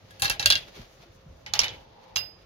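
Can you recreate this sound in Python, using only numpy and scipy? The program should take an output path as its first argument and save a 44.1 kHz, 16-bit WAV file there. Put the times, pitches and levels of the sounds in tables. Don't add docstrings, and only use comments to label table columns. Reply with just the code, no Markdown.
import sys
import numpy as np
from scipy import signal
from scipy.fft import rfft, irfft
from scipy.io import wavfile
from scipy.ndimage import uniform_filter1d

SR = 44100
rng = np.random.default_rng(int(sys.argv[2]) if len(sys.argv) > 2 else 0)


def unload_wav(signal):
    wavfile.write(
        sys.argv[1],
        SR,
        np.round(np.clip(np.atleast_2d(signal).T, -1, 1) * 32767).astype(np.int16),
    )


def field_ratio(decibels):
    return 10 ** (np.asarray(decibels, dtype=float) / 20)


N = 108045


def rms_one(x):
    return x / np.sqrt(np.mean(x ** 2) + 1e-20)


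def in_time(rows):
    return np.interp(np.arange(N) / SR, *np.transpose(rows))


def at_hz(points, hz):
    table = np.array(points)
    return np.interp(np.log(hz), np.log(table[:, 0]), table[:, 1])


def drift(rate_hz):
    r = np.exp(-2 * np.pi * rate_hz * 40 / SR)
    white = rng.standard_normal(N // 40 + 2002)
    slow = signal.lfilter([1], [1, -2 * r, r * r], white)[2000:]
    return np.interp(np.arange(N) / 40, np.arange(len(slow)), rms_one(slow))


def ring(clicks, hz, t60_s):
    r = field_ratio(-60 / (t60_s * SR))
    w = 2 * np.pi * hz / SR
    return signal.lfilter([0, np.sin(w)], [1, -2 * r * np.cos(w), r * r], clicks + 1e-18)


def fade(clicks, t60_s):
    return signal.lfilter([1], [1, -field_ratio(-60 / (t60_s * SR))], clicks + 1e-18)


def clicks_at(s, size):
    train = np.zeros(np.shape(size)[:-1] + (N,))
    train[..., (np.asarray(s) * SR).astype(int)] = size
    return train


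def bands(low_hz):
    edges = np.geomspace(low_hz, 17000, int(3 * np.log2(17000 / low_hz)))
    return [(np.sqrt(a * b), signal.butter(2, [a, b], "band", fs=SR, output="sos"))
            for a, b in zip(edges, edges[1:])]


# (f/Hz, likeness 0..1)
PORT_LIKENESS = [(60, .98), (150, .93), (500, 0.55), (1500, .1), (8000, 0.045)]


def wide_noise(gain_at, low_hz):
    out = 0
    white = rng.standard_normal((2, 2, N))
    for k, (hz, sos) in enumerate(bands(low_hz)):
        mid, side = signal.sosfilt(sos, white[k % 2])
        alike = np.clip(at_hz(PORT_LIKENESS, hz), -1, 1)
        pair = np.sqrt(1 + alike) * mid + np.sqrt(1 - alike) * side * [[1], [-1]]
        out = out + gain_at(hz) * pair
    return out


# (f/Hz, level/dB per Hz)
KNOCK_COLOUR = [(200, -28), (800, -10.5), (1600, -9), (3500, -5.5), (6400, -1.5), (10500, -10.5),
                (13500, -12), (15500, -17)]


def colour_db(knocks, tone, hz):
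    _, db, _, treble_db, _ = np.transpose(knocks)
    treble_lift_db = 30.5
    return db + at_hz(KNOCK_COLOUR, hz) + at_hz(tone, hz) + (treble_db + treble_lift_db) * (hz > 7500)


# (f/Hz, share of the pan)
PORT_SHADOW = [(300, -.1), (800, 0.11), (2500, 0.081), (5000, 1.5), (9000, .3), (14000, .1)]


def piece(knocks, modes, tone, body_db, pan_db):
    chatter_t60_s, hollow_t60_s, crack_t60_s = 0.017, 0.059, 0.013
    hollow_level_db, crack_level_db, tick_db = -12, 2.5, 10.5
    s, db, hollow_hz, _, crack_db = np.transpose(knocks)
    norm = np.sqrt(2 * np.log(1000) / (chatter_t60_s * SR))
    luck_db = rng.normal(0, 0.97, (len(s), 14))

    walls = 0
    for k, (hz, level_db, t60_s) in enumerate(modes):
        hits = clicks_at(s, field_ratio(db + level_db + luck_db[:, k]))
        chatter = norm * rng.standard_normal(N) * fade(hits, chatter_t60_s)
        walls = walls + ring(chatter, hz, t60_s) * field_ratio(rng.normal(0, 4.8, (2, 1)))
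    out = field_ratio(body_db) * walls

    age = np.arange(6000) / SR
    white = rng.standard_normal((2, N))
    for t, hz, size_db in zip(s, hollow_hz, db):
        span = slice(int(t * SR), int(t * SR) + len(age))
        fall = field_ratio(size_db + hollow_level_db - 60 * age / chatter_t60_s)
        out[:, span] += ring(norm * white[0, span] * fall, hz, hollow_t60_s)

    for k, (hz, sos) in enumerate(bands(400)):
        hits = clicks_at(s, field_ratio(colour_db(knocks, tone, hz) + crack_db + crack_level_db))
        tick = field_ratio(tick_db) * hits * (-1) ** k * (hz > 2500)
        out += signal.sosfilt(sos, white[k % 2] * fade(hits, crack_t60_s) + tick)

    pan = pan_db * at_hz(PORT_SHADOW, np.linspace(1, SR / 2, N // 2 + 1))
    return irfft(rfft(out) * field_ratio(pan * np.array([[.5], [-.5]])), N)


# (t/s, level/dB, hollow f/Hz, treble level/dB, crack level/dB)
TOWER_KNOCKS = [(0.1072, -39.5, 3370, -11.5, -5), (0.1965, -31.5, 3190, -3, -1.5),
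                (0.2205, -11, 3940, -6, -1), (.2265, -13.5, 3940, -19, -6.5), (.2345, -18, 4300, -21.5, -6),
                (0.2458, -13.5, 3730, -9.5, -2.5), (0.2543, -12.5, 4100, -33, -2),
                (.2625, -22.5, 2730, -19, -5), (.278, -21.5, 4050, -24.5, -5.5), (0.2976, -14, 4120, -8, 4),
                (0.3014, -11.5, 2687, -22.5, -3.5), (.311, -19.5, 2700, -22.5, -5.5),
                (0.3953, -11, 3950, -19.5, -7), (0.4259, -18, 3950, -21, 2)]
FOOT_KNOCKS = [(.4585, -3.5, 2747, -13.5, 4), (0.4695, -14.5, 2680, -15.5, 0.5),
               (0.5021, -2.5, 3530, -18, 3.5), (.5058, -11, 3600, -19, 0), (0.5117, -11, 3450, -20.5, 4.5),
               (0.523, -11.5, 3560, -19.5, 6), (.5275, -14.5, 3560, -20.5, 1),
               (0.5537, -12.5, 3200, -24, 5), (.559, -21.5, 3200, -20.5, 0), (0.576, -32.5, 3200, -9.5, -4)]
CHUTE_KNOCKS = [
    (1.0385, -58, 1350, -29, -6.5),
    (1.5363, -7, 4320, -24, 1),
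    (1.552, -19, 3000, -27.5, -4),
    (1.591, -6, 5600, -23, 6),
    (1.6018, -13, 4565, -28.5, 2),
    (1.615, -16, 2213, -27.5, 0.5),
]
BEND_KNOCKS = [
    (1.4625, -23, 2020, -23, -5),
    (1.4837, -42, 3030, -36, -9),
    (1.6335, -12, 2350, -18, -5),
    (1.642, -15, 2977, -24, 2.5),
    (1.6813, -24.5, 2530, -28.5, 3),
    (1.69, -26, 3340, -32.5, -3),
    (1.703, -34, 2977, -35, -8),
    (1.737, -38, 2213, -35, -5),
]
POST_KNOCKS = [
    (2.158, -19, 4030, -20.5, 1.5),
    (2.161, -13.5, 3880, -32.5, 3.5),
    (2.168, -18, 3420, -15.5, -1.5),
]
# (f/Hz, level/dB, t60/s)
TOWER_MODES = [(110, -15.5, 0.048), (520, -20, 0.066), (814, -12, 0.08), (1667, -4, 0.15),
               (2700, -11, 0.075), (3190, -14, 0.071), (3550, -10.5, 0.092), (3950, -13.5, 0.021),
               (4506, -13.5, .05), (5724, -8, .05), (6240, -13.5, 0.031)]
FOOT_MODES = [(109, -32.5, .15), (600, -27, 0.081), (1612, -21, 0.067), (2785, -15.5, 0.099),
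              (3290, -13, .09), (3386, -17, .25), (3410, -12, .22), (3440, -10.5, .06), (3870, -7.5, 0.045),
              (4220, -9.5, 0.028), (4070, -5.5, 0.013), (4530, -11, .04), (4500, -15, .035)]
CHUTE_MODES = [(163, -27.5, 0.13), (836, -10, 0.14), (1647, -11.5, 0.091), (2213, -18, 0.097),
               (2842, -5, .1), (3402, -14, .12), (3700, -17.5, 0.13), (4565, -19, .1), (5080, -5, .06),
               (5604, -4, 0.051), (6190, -10.5, .05)]
BEND_MODES = [(846, -11.5, .2), (2213, -4, .18), (2400, -9, 0.23), (2977, -9.5, 0.31), (3035, -10, 0.27),
              (3440, -14, .2), (3688, -12, 0.18)]
POST_MODES = [(111.5, -19, 0.29), (920, -40, 0.059), (2780, -6.5, 0.18), (3940, -22, .06),
              (6260, 2.5, 0.026)]
# (f/Hz, level/dB)
TOWER_TONE = [(1000, 1), (3500, 0), (6000, -1.5)]
FOOT_TONE = [(1000, -8), (2300, -3), (4200, 2), (6300, -8), (9000, -2)]
CHUTE_TONE = [(1200, -0.5), (3000, 0.5), (5800, -1.5), (9000, -1), (15000, 4.5)]
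BEND_TONE = [(1000, -1), (2600, 3.5), (6000, -4.5)]
POST_TONE = [(9000, 1), (13300, -3.5), (14800, 8.5), (15700, 10), (16300, -10)]


def pieces():
    return [(TOWER_KNOCKS, TOWER_MODES, TOWER_TONE, -11.5, -7),
            (FOOT_KNOCKS, FOOT_MODES, FOOT_TONE, -6.5, -7),
            (CHUTE_KNOCKS, CHUTE_MODES, CHUTE_TONE, -19.5, -11),
            (BEND_KNOCKS, BEND_MODES, BEND_TONE, -19.5, -12),
            (POST_KNOCKS, POST_MODES, POST_TONE, -13, -7.5)]


# (f/Hz, level/dB, t60/s)
BELL_MODES = [(2803, -7, .2), (2764, -14, .15), (2889, -13, .15), (4969, -1, .36), (12146, 9, .25),
              (12226, 5, .15), (12405, 5, .1), (15160, 6, .07), (15456, 4, .07)]


def bell():
    tap_s, level_db, pan_db = 2.1685, -27.5, -14
    tap = clicks_at([tap_s], field_ratio(level_db + pan_db * np.array([[.5], [-.5]])))
    return sum(field_ratio(db) * ring(tap, hz, t60_s) for hz, db, t60_s in BELL_MODES)


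def placed(pair):
    right_lag_s = 0.0002811
    right = np.interp(np.arange(N) - right_lag_s * SR, np.arange(N), pair[1])
    return np.array([pair[0], right])


# (t/s, level/dB)
ROLL_LEVEL = [(0, -66.5), (.1, -56.5), (.18, -58.5), (.62, -51), (.72, -55.5), (.76, -47), (.815, -46.5),
              (.86, -59.5), (.97, -64), (1.03, -53), (1.1, -69.5), (1.4, -68), (1.68, -54), (1.8, -57.5),
              (1.91, -70), (1.97, -63), (2.1, -62), (2.45, -65)]
# (f/Hz, level/dB)
ROLL_COLOUR = [(300, -5), (600, -8.5), (1200, -12.5), (2000, -10.5), (4000, -10.5), (6500, -18.5),
               (11000, -9.5), (16000, -13)]


def rolling():
    grains_per_s, trim_db = 6600, 3
    size = field_ratio(2 * np.minimum(rng.exponential(1, (2, N)), 5))
    sign = rng.choice([-1, 1], (2, N))
    grains = size * sign * (rng.random(N) < grains_per_s / SR)
    sound = 0
    for k, (hz, sos) in enumerate(bands(294)):
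        sound = sound + field_ratio(at_hz(ROLL_COLOUR, hz)) * signal.sosfilt(sos, grains) * (-1) ** k
    return field_ratio(in_time(ROLL_LEVEL) + trim_db + 2 * drift(19.0)) * rms_one(sound)


# (t/s, level/dB)
DRONE_LEVEL = [(1.4, -87.5), (1.55, -45), (1.9, -62), (1.97, -56), (2.13, -55), (2.3, -72), (2.45, -82)]
# (t/s, level/dB)
FAR_HISS_LEVEL = [(0, -58), (.7, -56.5), (.84, -60), (.93, -48.5), (1.08, -65), (1.15, -52), (1.2, -61),
                  (1.4, -56.5), (1.75, -77), (2.45, -83)]


def far_rolling():
    noise = rng.standard_normal((2, N))
    hiss = signal.sosfilt(signal.butter(2, 7800, "high", fs=SR, output="sos"), noise)
    drone = rms_one(ring(noise, hz=877, t60_s=0.023))
    return field_ratio(in_time(DRONE_LEVEL)) * drone + field_ratio(in_time(FAR_HISS_LEVEL) + 1.3 * drift(7.3)) * hiss


# (t/s, level/dB, f/Hz, t60/s)
STAIR_STEPS = [
    (.775, -44, 403, .1),
    (.79, -40, 230, .12),
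    (1.0, -44, 170, 0.063),
    (1.035, -42.5, 687, 0.046),
    (1.06, -50, 342, 0.19),
    (1.262, -40, 150, 0.11),
    (1.285, -40.5, 74.5, .2),
    (1.4, -50, 110, 0.13),
]


def steps():
    out = 0
    for s, db, hz, t60_s in STAIR_STEPS:
        soft_push = uniform_filter1d(clicks_at([s], field_ratio([db])), size=int(.4 * SR / hz))
        out = out + ring(soft_push, hz, t60_s)
    return out


# (f/Hz, t60/s)
STAIRWELL_T60 = [(300, 1), (1000, 0.22), (3000, 0.28), (6000, 0.094), (14000, 0.14)]


def stairwell():
    parts = pieces()
    s = [row[0] for part in parts for row in part[0]]

    def gain_at(hz):
        level_db = np.concatenate([colour_db(knocks, tone, hz) for knocks, _, tone, _, _ in parts])
        power = fade(clicks_at(s, field_ratio(2 * level_db)), .5 * at_hz(STAIRWELL_T60, hz))
        return np.sqrt(power) * field_ratio(-10 + 2 * drift(54))

    return wide_noise(gain_at, 206)


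# (t/s, level/dB)
BUMP_LEVEL = [(0.0, -50.5), (0.18, -58.5), (0.22, -40.5), (0.35, -51.5), (0.37, -57), (0.48, -40.5),
              (0.75, -59.5), (0.79, -47), (0.86, -61.5), (1.25, -56), (1.28, -47), (1.39, -57.5),
              (1.64, -43), (1.81, -58), (2.07, -63), (2.21, -53), (2.35, -65), (2.45, -61.5)]
# (f/Hz, level/dB)
BUMP_COLOUR = [(15, -37), (25, -1.5), (38, 2.5), (65, -2), (108, 2.5), (146, -7.5), (286, -17.5),
               (400, -14.5), (520, -46), (880, -120)]


def bumps():
    lump = drift(20)
    noise = wide_noise(lambda hz: field_ratio(at_hz(BUMP_COLOUR, hz) - 60 * (hz > 400) + 2.0 * lump), 25)
    return field_ratio(in_time(BUMP_LEVEL)) * rms_one(noise)


# (f/Hz, level/dB)
AIR_COLOUR = [(150, -10), (300, -18.5), (530, -10.5), (900, -19.5), (1500, -23.5), (4000, -28), (7000, -36),
              (16000, -43)]


def house():
    air_db, hum_db = -58.5, -63
    air = rms_one(wide_noise(lambda hz: field_ratio(at_hz(AIR_COLOUR, hz) + 1.8 * drift(1.4)), 154))
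    hum = rms_one(ring(rng.standard_normal((2, N)), hz=528, t60_s=1))
    return field_ratio(air_db) * air + field_ratio(hum_db) * hum


def scene():
    run = sum(piece(*part) for part in pieces()) + bell()
    return placed(run) + rolling() + far_rolling() + steps() + stairwell() + bumps() + house()


def top_cut(x):
    return signal.sosfilt(signal.butter(12, 16440, fs=SR, output="sos"), x)


def record(dry):
    def cut(x, hz, kind):
        return signal.sosfilt(signal.cheby2(8, 50, hz, kind, fs=SR, output="sos"), x)

    step_hz, step_db = 6650, -18
    x = signal.sosfilt(signal.butter(6, 36, "high", fs=SR, output="sos"), dry)
    x = cut(x, 1.281 * step_hz, "low") + field_ratio(step_db) * cut(x, step_hz, "high")
    mix = cut(np.clip(x, -1, 1), 17100, "low")
    return top_cut(mix)


dry = scene()
out = record(dry)
unload_wav(out)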